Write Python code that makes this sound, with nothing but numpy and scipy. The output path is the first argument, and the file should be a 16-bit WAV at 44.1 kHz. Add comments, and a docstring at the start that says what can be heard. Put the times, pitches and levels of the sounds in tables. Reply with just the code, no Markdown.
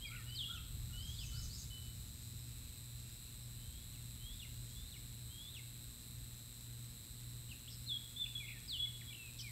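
"""First come a near songbird's opening flurry, far hoarse caws, two squeals of young eagles and gusts of rumble.
A seesaw song and its blurred echoes follow, with level tails of the second squeal, then faint far twitter.
The eagles squeal again, climbing, breaking, tumbling; a longer flurry of the near songbird ends the scene.
Voices are wavering sines with a weak octave; the trees are sparse echoes; air and blurred song are noise;
gear hums and whines throughout over a steady hush: low tones and a chirp on every mains half wave."""
import sys
import numpy as np
from scipy import signal
from scipy.fft import rfft, irfft
from scipy.io import wavfile
from scipy.ndimage import uniform_filter1d

SR = 44100
rng = np.random.default_rng(int(sys.argv[2]) if len(sys.argv) > 2 else 0)


def transcribe(u):
    """Save the signal u as a 16-bit wav file named by the first command-line argument.

    u: samples, shape (n,) or (channels, n), limited to [-1, 1]; the rate is SR.
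    q: integer samples, one column per channel.
    """
    v = np.clip(np.atleast_2d(u).T, -1, 1)
    q = np.round(v * 32767).astype(np.int16)
    wavfile.write(sys.argv[1], SR, q)


N = 419391
T = np.arange(N) / SR   # time [s]

# swells of blurred high song: first the seesaw song's echoes among the trees, later faint far twitter:
# (middle [s], half width [s], level [dB])
HIGH_SWELLS = [(1.25, 0.24, -64), (1.56, 0.11, -61.5), (2.2, 0.47, -70), (3.03, 0.12, -70),
               (4.72, .12, -69)]
# bouts of a far, lower song: (middle [s], half width [s], level [dB])
LOW_BOUTS = [(2.55, .15, -74), (3.12, .22, -73)]
HIGH_BED_DB, LOW_BED_DB = -75, -80   # between the swells and bouts


def from_db(db):
    """Decibels to gain."""
    return 10 ** (np.asarray(db) / 20)


def rms_one(x):
    """Scale to unit rms."""
    return x / np.sqrt(np.mean(x ** 2) + 1e-20)


def drift(rate, size=N):
    """Random wander joining `rate` new normal values a second by straight lines."""
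    at = np.arange(size) / SR * rate
    points = int(at[-1]) + 2
    return np.interp(at, np.arange(points), rng.standard_normal(points))


def noise(colour):
    """Unit noise with the given spectrum."""
    hz, db = np.transpose(colour)
    bins = np.maximum(np.arange(N // 2 + 1) * SR / N, 1)
    gain = from_db(np.interp(np.log(bins), np.log(hz), db, left=-80))
    return rms_one(irfft(rfft(rng.standard_normal(N)) * gain, N))


def surges(bed_db, rows):
    """Gain of a bed with bell-shaped surges on top, added in power."""
    power = from_db(bed_db) ** 2
    for middle, width, db in rows:
        power = power + from_db(db) ** 2 * np.exp(-((T - middle) / width) ** 2)
    return np.sqrt(power)


def progress(length_s):
    """A ramp from 0 to 1 over one note."""
    return np.linspace(0, 1, max(int(length_s * SR), 16))


def glide(u, start, middle, end):
    """A pitch that bends smoothly through three values as u goes from 0 to 1."""
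    return start * (1 - u) * (1 - 2 * u) + middle * 2 * u * (2 - 2 * u) + end * u * (2 * u - 1)


def swell(u, peak):
    """A rounded rise and fall with its top at u = peak."""
    return np.sin(np.interp(u, [0, np.clip(peak, .05, .95), 1], [0, np.pi / 2, np.pi])).clip(0)


def add(out, s, sound):
    """Mix a sound in at time s."""
    i = int(np.clip(s * SR, 0, N - 1))
    out[i:i + len(sound)] += sound[:N - i]


def syrinx(hz, jitter, flutter_db, overtone_db):
    """A nearly pure whistle of about unit rms, unsteady in pitch and strength, with a weak octave."""
    phase = 2 * np.pi * np.cumsum(hz * (1 + jitter * drift(501, size=len(hz)))) / SR
    strength = from_db(flutter_db * drift(130, size=len(hz)))
    return np.sqrt(2) * strength * (np.sin(phase) + from_db(overtone_db) * np.sin(2 * phase))


def whistle(hz, peak):
    """One songbird note along a pitch track; the high ones are rougher."""
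    jitter = .016 if hz.mean() > 4500 else .006
    voice = syrinx(hz, jitter, flutter_db=2.5, overtone_db=-48)
    return swell(np.linspace(0, 1, len(hz)), peak) ** 0.67 * voice


def slur(length_s, pitches, peak):
    """A whistle that bends through three pitches."""
    return whistle(glide(progress(length_s), *pitches), peak)


def trill(length_s, per_s, top_hz, bottom_hz):
    """An uneven trill in which the pitch drops anew with every chip."""
    u = progress(length_s)
    chip = (u * length_s * per_s + .13 * drift(per_s, size=len(u))) % 1   # place within a chip, 0-1
    hz = top_hz + (bottom_hz - top_hz) * chip
    voice = syrinx(hz, jitter=.055, flutter_db=2.5, overtone_db=-36)
    return swell(u, 0.51) ** 0.44 * swell(chip, 0.51) * voice


def wood(x, wet_db, t60, build_s, edge_s, edge_db, dull_hz):
    """Branches send back many small, dull echoes; a cluster comes late from the edge of the wood."""
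    t = T[:SR]
    echoes = rng.standard_normal(SR) * (rng.random(SR) < 1500 / SR)   # about 1500 a second
    decay = from_db(-60 * t / t60) * (1 - np.exp(-t / build_s))
    edge = from_db(edge_db) * np.exp(-((t - edge_s) / 0.0061) ** 2)
    echoes *= decay + edge
    tail = signal.fftconvolve(x, echoes / np.sqrt(np.sum(echoes ** 2)))[:N]
    dulling = signal.butter(2, dull_hz, fs=SR, output="sos")
    return from_db(wet_db) * signal.sosfilt(dulling, tail)


def hush():
    """Steady outdoor hush: noise with a fixed colour."""
    # (frequency [Hz], relative density [dB per Hz])
    hush_colour = [(40, -10), (130, 0), (200, -3.5), (300, -9.5), (420, -16), (750, -21.5), (1500, -19.5),
                   (2700, -18), (3400, -18.5), (5000, -20), (6400, -24.5), (10000, -26.5), (13800, -29),
                   (16000, -27.5)]
    level_db = -61.8
    return from_db(level_db) * noise(hush_colour)


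def rumble(lumpy_db):
    """Low, lumpy air noise: a few gusts over a calm that slowly dies down."""
    # gusts of air: (middle [s], half width [s], level [dB])
    gusts = [(.55, .05, -51), (1.02, 0.28, -48.5), (1.39, 0.067, -45), (1.7, 0.46, -53), (4.1, 0.73, -58)]
    # (frequency [Hz], relative density [dB per Hz])
    rumble_colour = [(10, -24.5), (25, -10.5), (45, 1), (70, 0), (100, -4), (150, -11), (250, -25),
                     (500, -51)]
    calm_db, fall_db_per_s = -54, 0.49
    gain = surges(calm_db - fall_db_per_s * T, gusts)
    return gain * from_db(lumpy_db * drift(9)) * noise(rumble_colour)


def hum(level_db):
    """Steady low tones: a motor just under twice the mains rate beats with mains hum about twice a second."""
    # motor and mains tones: (frequency [Hz], rms level before level_db [dB])
    hum_tones = [(118.13, -53.5), (119.976, -59.5), (239.95, -71), (254.7, -78), (479.9, -86)]
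    tones = np.zeros(N)
    for k, (hz, db) in enumerate(hum_tones):
        tones += (-1) ** k * from_db(db) * np.sin(2 * np.pi * hz * T)   # polarity alternates
    return np.sqrt(2) * from_db(level_db + 0.69 * drift(0.96)) * tones


def supply_whine(phase_jitter, flutter_db, stumble_share, stumble_jitter):
    """A switching supply chirps on each mains half wave; now and then it stumbles into a rasp."""
    # one chirp for each half wave: (start [mains cycles], length [mains cycles],
    # start pitch [Hz], middle pitch [Hz], end pitch [Hz])
    chirps = [(.368, .3328, 4369, 3794, 3670), (.8697, .3301, 4076, 4040, 4032)]
    # harmonics from the first up: level [dB]
    harmonics_db = [-60.5, -57, -61, -68]
    mains_hz = 59.988
    out, grid = np.zeros(N), progress(1)
    stumbling = uniform_filter1d(1.0 * (drift(330) > 1.25), size=20)
    for start, length, start_hz, middle_hz, end_hz in chirps:
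        u = np.minimum((T * mains_hz - start) % 1 / length, 1)
        summed_pitch = np.cumsum(glide(grid, start_hz, middle_hz, end_hz)) / SR
        turns = np.interp(u, grid, summed_pitch) * length / mains_hz
        phase = 2 * np.pi * turns + phase_jitter * drift(160)
        rasp = stumble_jitter * stumbling * drift(1400)
        gate = np.clip(np.minimum(u, 1 - u) / .086, 0, 1)   # ramps at both ends, silent between chirps
        strength = gate * from_db(flutter_db * drift(400)) * (1 - stumble_share * stumbling)
        for k, db in enumerate(harmonics_db, 1):
            out += strength * from_db(db) * np.sin(k * phase + rasp)
    return np.sqrt(2) * out


def whine_side():
    """The top of a looser whine, to be laid over the two channels in opposite polarity."""
    loose_whine = supply_whine(phase_jitter=1.5, flutter_db=1.0, stumble_share=.3, stumble_jitter=1.5)
    top_only = signal.butter(16, 4900, "high", fs=SR, output="sos")
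    return from_db(-16) * signal.sosfilt(top_only, loose_whine)


def blurred_song():
    """Swells of high song and a far, lower song, both blurred into flickering patches of noise."""
    # both colours: (frequency [Hz], relative density [dB per Hz])
    high_colour = [(3800, -18), (4600, -4), (5200, -5.5), (6200, -10.5), (7200, -0.5), (8500, -41)]
    low_colour = [(1900, -20), (2450, -1), (2700, 0.5), (3100, -11.5), (3600, -17.5)]
    high = surges(HIGH_BED_DB, HIGH_SWELLS) * from_db(2.5 * drift(24)) * noise(high_colour)
    low = surges(LOW_BED_DB, LOW_BOUTS) * from_db(2.5 * drift(24)) * noise(low_colour)
    return high + low


def stray_notes():
    """Single notes at random times that stand out of the blurred song, their strength following it."""
    per_s, length_s, level_db = 3, .05, -2   # for each layer; level relative to the layer's gain
    high_hz, low_hz = (5350, 5180, 5030), (2567, 2706, 2680)   # (start, middle, end), before detuning
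    layers = ((high_hz, surges(HIGH_BED_DB, HIGH_SWELLS)), (low_hz, surges(LOW_BED_DB, LOW_BOUTS)))
    out = np.zeros(N)
    for pitches, gain in layers:
        for when, detune in rng.random((int(per_s * N / SR), 2)):
            note = slur(length_s, np.array(pitches) * (1 + .12 * (detune - .5)), peak=.5)
            add(out, when * N / SR, from_db(level_db) * gain[int(when * N)] * note)
    return out


def seesaw():
    """A small bird deep in the wood, heard mostly by its echoes: up, then down from higher still."""
    # the turn of each figure: (time [s], level before echoes [dB])
    turns = [(1.056, -65.5), (1.242, -59.5), (1.408, -57.5), (1.57, -58)]
    up_s, up_hz = .086, (4100, 4800, 5560)   # pitches (start, middle, end)
    down_s, down_hz = .042, (7250, 6470, 5880)
    out = np.zeros(N)
    for s, db in turns:
        add(out, s - up_s, from_db(db) * slur(up_s, up_hz, peak=0.59))
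        add(out, s, from_db(db) * slur(down_s, down_hz, peak=0.61))
    return out + wood(out, wet_db=1.0, t60=0.38, build_s=0.0037, edge_s=0.097, edge_db=-17, dull_hz=8500)


def caws():
    """Hoarse arched calls of a far, crow-like bird: a low voice roughened by strong pitch jitter."""
    # about every 0.4 s: (time [s], level [dB])
    calls = [(.098, -60.5), (.482, -59.5), (0.889, -70), (1.317, -67.5)]
    length_s, pitches = .115, (1268, 1448, 1190)   # pitches (start, middle, end) [Hz]
    out = np.zeros(N)
    u = progress(length_s)
    for s, db in calls:
        voice = syrinx(glide(u, *pitches), jitter=0.045, flutter_db=2.2, overtone_db=-30)
        add(out, s, from_db(db) * swell(u, 0.33) ** 0.52 * voice)
    return out


def squeal_tails():
    """Level 3 kHz tails, echoes of the second squeal's opening: nearly pure tones on one pitch."""
    # (time [s], length [s], level [dB])
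    tails = [(1.243, 0.21, -66), (1.701, .105, -57), (1.8, .12, -66.5)]
    pitch_hz = 3005
    out = np.zeros(N)
    for s, length, db in tails:
        u = progress(length)
        tone = syrinx(np.full(len(u), pitch_hz), jitter=0.0035, flutter_db=2.0, overtone_db=-46)
        add(out, s, from_db(db) * swell(u, .3) ** .55 * tone)
    return out


def held_notes(out):
    """Notes of the near singer that slide from an onset onto a held pitch."""
    # (time [s], length [s], onset pitch [Hz], held pitch [Hz], end pitch [Hz],
    # level [dB], place of the peak [0-1])
    notes = [ (.002, .071, 2800, 3350, 3275, -51.5, .6), (0.437, 0.043, 3430, 3510, 3300, -52, 0.6),
             (.498, 0.026, 3300, 3340, 3300, -43, 0.2), (7.877, .104, 4450, 3340, 3280, -40, 0.52),
             (8.162, .045, 3370, 3630, 3635, -48, 0.08), (8.197, 0.059, 3565, 3590, 3410, -40, 0.22),
             (8.349, 0.054, 3474, 3183, 3416, -44, .35), (8.772, 0.099, 3530, 3285, 3412, -38.5, 0.88)]
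    settle_s = .016
    for s, length, onset_hz, held_hz, end_hz, db, peak in notes:
        u = progress(length)
        onset_slide = (onset_hz - held_hz) * np.exp(-u * length / settle_s)
        hz = held_hz + (end_hz - held_hz) * u + onset_slide
        add(out, s, from_db(db) * whistle(hz, peak))


def swoops(out):
    """Steep slurs down from the top of the near singer's voice."""
    # (time [s], level [dB])
    rows = [(.347, -44), (8.678, -43)]
    for s, db in rows:
        add(out, s, from_db(db) * slur(.102, (5256, 3520, 2827), peak=.62))


def chatter(out):
    """Low chatter of the near singer: a slur down, a trill and a fading slur lower still."""
    # (time [s], level of the trill [dB])
    rows = [(.046, -51.5), (8.4, -50)]
    slur_s, slur_hz, slur_db = .065, np.array((2524, 2220, 2120)), -3   # levels relative to the trill
    end_delay_s, end_ratio, end_db = .12, .84, -13.5   # end_ratio lowers the pitch of the last slur
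    for s, db in rows:
        add(out, s, from_db(db + slur_db) * slur(slur_s, slur_hz, peak=0.15))
        chips = trill(.072, per_s=62, top_hz=2820, bottom_hz=2110)
        add(out, s + slur_s, from_db(db) * chips)
        last = slur(slur_s, end_ratio * slur_hz, peak=.3)
        add(out, s + end_delay_s, from_db(db + end_db) * last)


def mews_and_chips(out):
    """Mews that sag ever faster, and quick chips that slide fastest at first."""
    # both: (time [s], length [s], start pitch [Hz], end pitch [Hz], level [dB])
    mews = [(9.162, .15, 2724, 2375, -56), (9.419, 0.096, 2490, 1860, -55.5)]
    chips = [ (.063, .028, 5170, 4500, -59), (.285, .024, 5050, 4530, -61), (7.487, .02, 2750, 3250, -62),
             (7.505, 0.031, 3260, 2430, -57), (7.674, 0.021, 2510, 3710, -53.5),
             (7.862, 0.031, 4090, 4250, -49), (8.853, 0.02, 2260, 2100, -59),
             (9.007, .018, 3020, 1700, -58.5), (9.075, 0.038, 3130, 3480, -55.5),
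             (9.101, .032, 2430, 2280, -58), (9.125, 0.0137, 3440, 2520, -54.5),
             (9.144, 0.012, 3400, 2710, -52), (9.382, 0.029, 4000, 2930, -53)]
    for rows, bend, peak in ((mews, .28, .38), (chips, .65, .6)):   # bend: share of the slide at half time
        for s, length, start_hz, end_hz, db in rows:
            middle_hz = start_hz + bend * (end_hz - start_hz)
            add(out, s, from_db(db) * slur(length, (start_hz, middle_hz, end_hz), peak))


def falling_trills(out):
    """Short trills of falling chips."""
    # (time [s], length [s], rate [chips per s], top pitch [Hz], bottom pitch [Hz], level [dB])
    rows = [ (7.7, 0.066, 140, 5970, 4450, -54.5), (8.249, 0.023, 116, 3230, 2220, -51),
            (9.386, 0.041, 117, 6240, 4300, -47)]
    for s, length, per_s, top_hz, bottom_hz, db in rows:
        add(out, s, from_db(db) * trill(length, per_s, top_hz, bottom_hz))


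def near_singer():
    """A varied song in two flurries: held notes, swoops, chatter, mews, chips and trills."""
    out = np.zeros(N)
    held_notes(out)
    swoops(out)
    chatter(out)
    mews_and_chips(out)
    falling_trills(out)
    return out


def eagles():
    """Each squeal creeps up, leaps to its top, then tumbles down in three rough steps."""
    # (start [s], break [s], end [s], start pitch [Hz], top pitch [Hz], end pitch [Hz],
    # climb level [dB], tumble level [dB])
    squeals = [ (.255, .528, .592, 2870, 3800, 2400, -54, -52),
               (.926, 1.18, 1.254, 2890, 3800, 2400, -55.5, -53),
               (3.52, 3.915, 3.992, 2850, 4000, 1900, -72, -67),
               (4.19, 4.388, 4.468, 3000, 4050, 1900, -60, -58),
               (4.67, 4.914, 4.98, 3120, 4400, 1900, -65, -59),
               (5.285, 5.535, 5.61, 3050, 4050, 1870, -57, -56)]
    leap_before_s, leap_s = 0.033, .012   # the leap comes just before the break
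    creep_share = .6   # part of the climb done by creeping
    out = np.zeros(N)
    for start, crack, end, start_hz, top_hz, end_hz, climb_db, tumble_db in squeals:
        u = progress(crack - start)
        to_break_s = (1 - u) * (crack - start)
        leap = .5 + .5 * np.tanh((leap_before_s - to_break_s) / leap_s)
        hz = start_hz + (top_hz - start_hz) * (creep_share * u + (1 - creep_share) * leap)
        hz = hz * (1 + .007 * drift(45, size=len(u)))   # the young voice wavers
        faltering = from_db(2.5 * drift(40, size=len(u)))
        voice = syrinx(hz, jitter=0.0063, flutter_db=3.0, overtone_db=-25)
        add(out, start, from_db(climb_db) * swell(u, 0.64) ** 0.43 * faltering * voice)

        u = progress(end - crack)
        step = 6 * np.pi   # three steps
        hz = top_hz * (end_hz / top_hz) ** (u + 0.31 * np.sin(step * u) / step)
        held = 1 - .5 * np.cos(step * u)   # loudest while the pitch lingers on a step
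        voice = syrinx(hz, jitter=0.03, flutter_db=2.0, overtone_db=-14.5)
        add(out, crack, from_db(tumble_db) * swell(u, 0.11) ** 0.61 * held * voice)
    return out


def scene():
    """One microphone hears it all; only the top of the whine differs a little between the channels."""
    air = rumble(lumpy_db=1.16) + hush()
    whine = supply_whine(phase_jitter=0.23, flutter_db=1.37, stumble_share=0.17, stumble_jitter=2.1)
    gear = hum(level_db=-3.0) + whine
    birds = stray_notes() + caws() + squeal_tails() + near_singer() + eagles()
    birds = birds + wood(birds, wet_db=-5.0, t60=0.74, build_s=0.0024, edge_s=0.13, edge_db=-22, dull_hz=4600)
    middle = air + gear + blurred_song() + seesaw() + birds
    return middle + whine_side() * np.array([[1], [-1]])


def record(dry):
    """A steep low-pass cuts the top."""
    cutoff_hz = 15700
    return signal.sosfilt(signal.ellip(12, .1, 80, cutoff_hz, fs=SR, output="sos"), dry)


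dry = scene()
out = record(dry)
transcribe(out)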